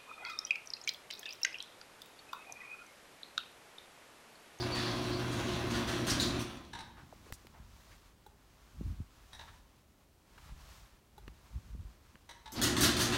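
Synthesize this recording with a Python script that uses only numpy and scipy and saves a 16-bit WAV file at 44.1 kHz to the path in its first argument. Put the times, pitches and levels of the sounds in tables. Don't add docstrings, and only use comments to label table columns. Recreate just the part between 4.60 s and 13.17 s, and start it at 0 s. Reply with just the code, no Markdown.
import sys
import numpy as np
from scipy import signal
from scipy.fft import rfft, irfft, next_fast_len
from scipy.io import wavfile
from scipy.ndimage import uniform_filter1d, map_coordinates

SR = 44100
rng = np.random.default_rng(int(sys.argv[2]) if len(sys.argv) > 2 else 0)


def wav_out(sig):
    wavfile.write(sys.argv[1], SR, np.round(np.clip(np.atleast_2d(sig).T, -1, 1) * 32767).astype(np.int16))


N = 377937

# (frequency [Hz], level [dB])
ROOM_SPECTRUM = [(15, -50), (25, -10.5), (59, -4.5), (122, -14), (410, -19), (469, -24), (537, -22),
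                 (648, -23.5), (1450, -34.5), (15500, -40.5)]
# (frequency [Hz], t60 [s])
GARAGE_DECAY = [(150, 0.75), (1000, 0.77), (4000, 0.52), (8000, 0.41), (15000, 0.23)]

# (time [s], sleeve level [dB], rise [s])
SWINGS = [(2.68, -63.5, 0.38), (3.25, -62, 0.27), (4.2, -65, 0.4), (4.78, -63, 0.31), (5.85, -62.5, 0.17),
          (6.13, -59, 0.18), (6.9, -66.5, 0.33), (7.45, -69, 0.62)]
# (time [s], level [dB], rise [s])
GUSTS = [(3.07, -60, .17), (4.27, -38, 0.088), (4.41, -45.5, .035), (4.9, -60, 0.13), (5.94, -55, 0.15),
         (6.66, -57, 0.13), (6.97, -44, 0.037), (7.2, -46, .12)]
# (frequency [Hz], level [dB])
DRAUGHT_SPECTRUM = [(22, -28), (36, -5), (52, 3.5), (80, -4), (130, -11.5), (250, -21.5), (500, -61)]
BUFFET_SPECTRUM = [(28, -19), (52, -3), (80, 10.5), (110, -11), (200, -13), (330, -18.5), (450, -43),
                   (800, -68)]
CLOTH_SPECTRUM = [(300, -9), (700, -0.5), (1050, 3.5), (1800, -2), (4200, -6), (6500, -9), (9000, -14),
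                  (15500, -18.5)]
RASP_SPECTRUM = [(1200, -27), (3500, 1), (6500, 1), (10000, -8), (15500, -7)]
# (time [s], level [dB], treble tilt [dB/octave])
TAPS = [(2.724, -36, 7), (2.869, -52, 6), (6.679, -46, 1), (7.555, -51, -4)]
# (frequency [Hz], level [dB])
CASE_SPECTRUM = [(60, 17), (250, 0), (900, 3.5), (3000, -4), (6000, -18), (15000, -27.5)]
# (time [s], level [dB], nominal pitch [Hz])
BUMPS = [(2.434, -51, 152), (2.526, -48, 590), (2.666, -54.5, 344), (2.703, -53, 430), (2.848, -56.5, 347),
         (2.999, -47, 90), (4.21, -36.5, 188), (4.402, -34.5, 109), (5.92, -43, 65), (6.679, -52.5, 241),
         (6.957, -41.5, 93), (7.149, -47.5, 180), (7.546, -57, 196)]
# (time [s], level [dB], centre [Hz], length [s])
SCUFFS = [(2.365, -55, 1130, 0.087), (2.73, -52.5, 6600, 0.033), (2.93, -58, 900, 0.11),
          (3.312, -61, 1900, 0.04), (4.874, -55.5, 1400, 0.045), (5.777, -55.5, 1250, 0.019),
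          (5.881, -59, 1120, .05)]

# (time [s], relative level [dB])
PRESSES = [(3.663, -47), (6.579, -45.5)]
# (frequency [Hz], level [dB], t60 [s])
BUTTON_MODES = [(408, 4.5, 0.042), (850, 10.5, 0.023), (1470, -9.5, 0.033), (3430, -16, 0.039),
                (3940, -7.5, 0.02), (6200, -18, 0.016)]
# (time [s], level [dB], treble tilt [dB/octave])
RELAY_SNAPS = [(2.131, -42, 2), (2.155, -47.5, -3), (2.187, -45, 2.5), (4.729, -49, 5),
               (4.791, -47.5, -0.5), (7.69, -48.5, 4), (7.857, -46.5, 0.5)]
# (frequency [Hz], width [Hz], level [dB])
HOUSING_MODES = [(396, 360, -18), (690, 100, -17), (920, 133, 7), (1190, 34, -11), (1640, 230, 2.5),
                 (2230, 360, -10), (3180, 230, -19), (3850, 330, 4), (5700, 550, -9.5), (9000, 1200, -16)]

# (time [s], level [dB], pitch [Hz], width [Hz], length [s])
SQUEAKS = [(0.0, -41, 4660, 905, 0.05), (0.113, -37, 4560, 170, 0.092), (0.143, -41.5, 4230, 1600, 0.34),
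           (0.512, -46, 4420, 800, 0.09), (0.69, -52.5, 6540, 1100, 0.4), (0.861, -45, 3560, 2000, 0.18),
           (1.498, -33, 5000, 1790, 0.035), (1.597, -29, 4000, 456, 0.018), (1.616, -35, 4120, 1400, 0.08),
           (7.957, -43.5, 4450, 1400, 0.063)]
# (time [s], level [dB], treble tilt [dB/octave], chatter t60 [s])
CLANKS = [(0.147, -40, -4, 0.45), (0.525, -50.5, -5, 0.038), (0.715, -48.5, 2, 0.28),
          (1.104, -42.5, -1.5, .1), (1.14, -39.5, -2, 0.13), (1.275, -40, -1.5, 0.33),
          (1.468, -35, 2.5, 0.18), (1.499, -36, 0.5, 0.05), (1.598, -36.5, 4, 0.11),
          (1.793, -43, 1.5, 0.039), (7.92, -47, 10, 0.034), (8.015, -30.5, 5, 0.061),
          (8.032, -29.5, 3.5, 0.063), (8.166, -31, 0.5, 0.17), (8.208, -28.5, 7, 0.1), (8.23, -26, 3, 0.1),
          (8.366, -34.5, 1.5, 0.072), (8.393, -32, 2.5, 0.06), (8.408, -32.5, 4, 0.13),
          (8.521, -33.5, -2, 0.16)]
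# (frequency [Hz], level [dB])
ROLLER_SPECTRUM = [(2500, -39), (4200, 6), (6500, -2), (8000, -1), (10000, -8), (15500, -9)]
CHAIN_SPECTRUM = [(250, -26), (430, -9), (605, -4), (662, -2.5), (852, -7), (1080, -5), (2210, -11.5),
                  (3440, -10.5), (4990, -21.5), (5880, -17.5), (7570, -36.5), (9750, -25), (15000, -37.5)]
STEEL_SPECTRUM = [(260, -47), (450, -13), (671, -1), (889, -12.5), (1680, 5), (2160, -2.5), (3970, 2.5),
                  (4340, -0.5), (8320, -16), (12100, -15.5), (15500, -22.5)]
# (frequency [Hz], width [Hz], level [dB])
TRACK_MODES = [(1090, 220, 0.5), (1740, 260, -8), (1887, 34, 0), (2283, 20, 8), (2800, 160, -35),
               (4015, 230, 12), (4670, 100, -3), (5050, 83, -20), (6250, 530, -2), (7040, 30, 9),
               (8610, 1400, -6.5)]
PANEL_MODES = [(52, 46, -2), (90, 75, 1), (187, 29.5, 1), (233, 14.7, 8), (292.3, 41, 5), (358, 30, 5)]
# (frequency [Hz], level [dB])
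HUM_PARTIALS = [(120, 2), (181, -44), (238.5, -21), (360, 1.5), (585, -15), (674, -10)]
# (switch-on [s], switch-off [s])
RUNS = [(-1, 1.77), (7.93, 9)]
# (time [s], height [m])
DOOR_HEIGHT = [(0, 1.48), (1.8, 2.1), (8, 2.1), (8.57, 1.9)]

TAKE_UP_S, DOOR_STOP_DB_PER_S = 0.062, 55.5
RUMBLE_DB_PER_M, HUM_DB_PER_M = 4, -3.5
TOP_HZ = 15850


def amp(db):
    return 10 ** (np.asarray(db) / 20)


def unit(x):
    return x / np.sqrt(np.mean(x ** 2) + 1e-20)


def crest(x):
    return x / np.sqrt(uniform_filter1d(x ** 2, size=220).max())


def along(points, hz):
    freqs, values = np.transpose(points)
    return np.interp(np.log(hz + 1), np.log(freqs + 1), values)


def wobble(rate):
    knots = rng.standard_normal(int(N * rate / SR) + 4)
    return map_coordinates(knots, [np.arange(N) * rate / SR])


def filtered(x, response):
    size = next_fast_len(len(x) + SR // 2)
    return irfft(rfft(x, size) * response(np.fft.rfftfreq(size, 1 / SR)), size)[:len(x)]


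def coloured(x, spectrum):
    return filtered(x, lambda hz: amp(along(spectrum, hz)))


def resonate(x, modes):
    return filtered(x, lambda f: sum(
        (-1) ** k * amp(db) * 1j * f * width / (centre ** 2 - f ** 2 + 1j * f * width)
        for k, (centre, width, db) in enumerate(modes)))


def band(x, centre_hz, width_hz):
    mode = [(centre_hz, width_hz, 0)]
    return resonate(resonate(x, mode), mode)


def tilted(x, tilt_db):
    return filtered(x, lambda hz: amp(tilt_db * np.log2(np.clip(hz, 2500, 12000) / 4000)))


def impacts(n, rate, spread_db):
    hits = rng.random(n) < rate / SR
    return hits * rng.choice([-1, 1], n) * amp(spread_db * rng.standard_normal(n))


def dying(t60):
    return 1000 ** (-np.arange(SR // 2) / SR / t60)


def stroke(length):
    progress = np.arange(SR // 2) / SR / length
    return rng.standard_normal(len(progress)) * (1 - np.exp(-10 * progress)) * np.exp(-2 * progress ** 2)


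def add(track, s, x):
    part = track[max(0, round(s * SR)):][:len(x)]
    part += x[:len(part)]


def swells(rows, fall):
    t = np.arange(N) / SR
    power = np.zeros(N)
    for s, db, rise in rows:
        width = np.where(t < s, rise, fall * rise)
        power += (amp(db) * np.exp(-((t - s) / width) ** 2)) ** 2
    return np.sqrt(power)


def running(rise_s, stop_db_per_s):
    t = np.arange(N) / SR
    return sum(np.clip((t - on) / rise_s, 0, 1) * amp(-stop_db_per_s * np.maximum(t - off, 0))
               for on, off in RUNS)


def shaken(t60):
    power = np.zeros(N)
    for s, db, *_ in CLANKS:
        add(power, s, (amp(db) * (dying(t60) - dying(0.043))) ** 2)
    return np.sqrt(power)


def lift():
    height = np.interp(np.arange(N) / SR, *np.transpose(DOOR_HEIGHT))
    return height - height.max()


def garage(x, wet_db):
    hz, t, noise = signal.stft(rng.standard_normal(SR // 2), SR, nperseg=256)
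    decay = 1000 ** (-t / along(GARAGE_DECAY, hz)[:, None])
    tail = signal.istft(noise * decay, SR, nperseg=256)[1]
    return x + amp(wet_db) * signal.fftconvolve(x, tail / np.linalg.norm(tail))[:len(x)]


def travelling(x, wet_db):
    paths = np.abs([wobble(4) for _ in range(5)])
    paths /= np.linalg.norm(paths, axis=0)
    return x + sum(garage(share * x, wet_db) - share * x for share in paths)


def noise_bed(spectrum):
    return unit(coloured(rng.standard_normal(N), spectrum))


def room_tone():
    return amp(-65.5) * noise_bed(ROOM_SPECTRUM)


def turning():
    motion = np.hypot(swells(SWINGS, fall=0.99), amp(-72.5))
    flow = np.hypot(swells(GUSTS, fall=0.8), amp(-2) * motion)
    turbulent = flow ** 2 / (flow ** 2 + amp(-47.5) ** 2)
    draught = np.sqrt(1 - 0.7 * turbulent) * noise_bed(DRAUGHT_SPECTRUM)
    buffet = 0.8 * turbulent * noise_bed(BUFFET_SPECTRUM)
    air = amp(1.5) * flow * (draught + buffet)
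    fibres = unit(coloured(impacts(N, rate=7000, spread_db=1), CLOTH_SPECTRUM))
    rasp = amp(-65.5) * (motion / motion.max()) ** 2 * noise_bed(RASP_SPECTRUM)
    rustle = amp(-1.5 + 1.4 * wobble(22)) * motion * fibres
    return air + rustle + rasp


def handling():
    out, t = np.zeros(N), np.arange(SR // 2) / SR
    for s, db, tilt_db in TAPS:
        tick = rng.standard_normal(len(t)) * (dying(0.01) - dying(0.003) + amp(-30) * dying(0.06))
        add(out, s, amp(db) * crest(tilted(coloured(tick, CASE_SPECTRUM), tilt_db)))
    for s, db, hz in BUMPS:
        phase = 2 * np.pi * hz * 0.013 * np.log1p(t / 0.0082)
        attack = 1 - np.exp(-(t * hz / 0.19) ** 2)
        add(out, s, amp(db) * crest(np.sin(phase) * dying(0.035 + 4 / hz) * attack))
    for s, db, hz, length in SCUFFS:
        add(out, s, amp(db) * crest(band(stroke(length), hz, 1.14 * hz)))
    return out


def button():
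    out, t = np.zeros(N), np.arange(SR // 2) / SR
    for s, db in PRESSES:
        ring = sum(amp(level) * dying(t60) * np.sin(2 * np.pi * hz * t) * (1 - np.exp(-t * hz / 8))
                   for hz, level, t60 in BUTTON_MODES)
        click = amp(-17) * rng.standard_normal(len(t)) * (dying(0.055) - dying(0.0082))
        add(out, s, amp(db - 5) * crest(garage(ring + click, wet_db=-11.5)))
    return out


def relays():
    out = np.zeros(N)
    for s, db, tilt_db in RELAY_SNAPS:
        snap = rng.standard_normal(SR // 2) * (dying(0.046) - dying(0.016))
        add(snap, 0.017, amp(-2) * snap)
        clack = unit(resonate(snap, HOUSING_MODES)) + amp(-6) * unit(coloured(snap, CASE_SPECTRUM))
        add(out, s, amp(db) * crest(garage(tilted(clack, tilt_db), wet_db=-4)))
    return out


def squeaks():
    out = np.zeros(N)
    for s, db, hz, width, length in SQUEAKS:
        add(out, s, amp(db) * crest(garage(band(stroke(length), hz, width), wet_db=-4)))
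    return out


def rollers():
    envelope = np.hypot(amp(-59.5) * running(TAKE_UP_S, DOOR_STOP_DB_PER_S), amp(-9) * shaken(t60=0.3))
    grit = coloured(impacts(N, rate=300, spread_db=5), ROLLER_SPECTRUM)
    return envelope * unit(travelling(grit, wet_db=10))


def chain():
    links = impacts(N, rate=400, spread_db=0.5) * amp(1.55 * wobble(25))
    slaps = impacts(N, rate=37, spread_db=4)
    rattle = unit(coloured(links, CHAIN_SPECTRUM)) + amp(-12) * unit(resonate(slaps, TRACK_MODES))
    return amp(-42) * running(TAKE_UP_S, DOOR_STOP_DB_PER_S) * unit(travelling(rattle, wet_db=3))


def motor(drift_rad=0.63, flutter_db=1.2):
    t = np.arange(N) / SR
    hum = sum(amp(db + flutter_db * wobble(7)) * np.sin(2 * np.pi * hz * t + drift_rad * wobble(11))
              for hz, db in HUM_PARTIALS)
    return amp(-41.5 + HUM_DB_PER_M * lift()) * running(rise_s=0.17, stop_db_per_s=86) * unit(hum)


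def panels():
    driven = amp(-38.5 + RUMBLE_DB_PER_M * lift()) * running(TAKE_UP_S, stop_db_per_s=70)
    shaking = np.hypot(driven, amp(-3) * shaken(t60=0.59))
    settling = amp(-52) * running(TAKE_UP_S, stop_db_per_s=13.5)
    rumble, sway = (resonate(impacts(N, rate=1500, spread_db=1), PANEL_MODES) for _ in range(2))
    rumble = coloured(rumble, [(25, -6), (50, 0), (380, -3), (480, -0.5), (1500, -27)])
    sway = filtered(sway, lambda hz: 1 / (1 + (hz / 139) ** 2))
    return shaking * unit(rumble) + settling * unit(sway)


def clanks():
    out = np.zeros(N)
    for s, db, tilt_db, chatter_t60 in CLANKS:
        contacts = impacts(SR // 2, rate=1300, spread_db=2) * dying(chatter_t60)
        contacts[40] = 1.5
        modes = [(hz * (1 + 0.02 * rng.normal()), width, level + 3 * rng.normal())
                 for hz, width, level in TRACK_MODES]
        steel = unit(coloured(contacts, STEEL_SPECTRUM)) + amp(-4) * unit(resonate(contacts, modes))
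        add(out, s, amp(db) * crest(garage(tilted(steel, tilt_db), wet_db=10)))
    return out


def scene():
    mono = room_tone() + turning() + handling() + button() + relays()
    mono += squeaks() + rollers() + chain() + motor() + panels() + clanks()
    return np.array([mono, mono])


def record(dry):
    return np.array([filtered(channel, lambda hz: hz < TOP_HZ) for channel in dry])


dry = scene()
out = record(dry)
wav_out(out)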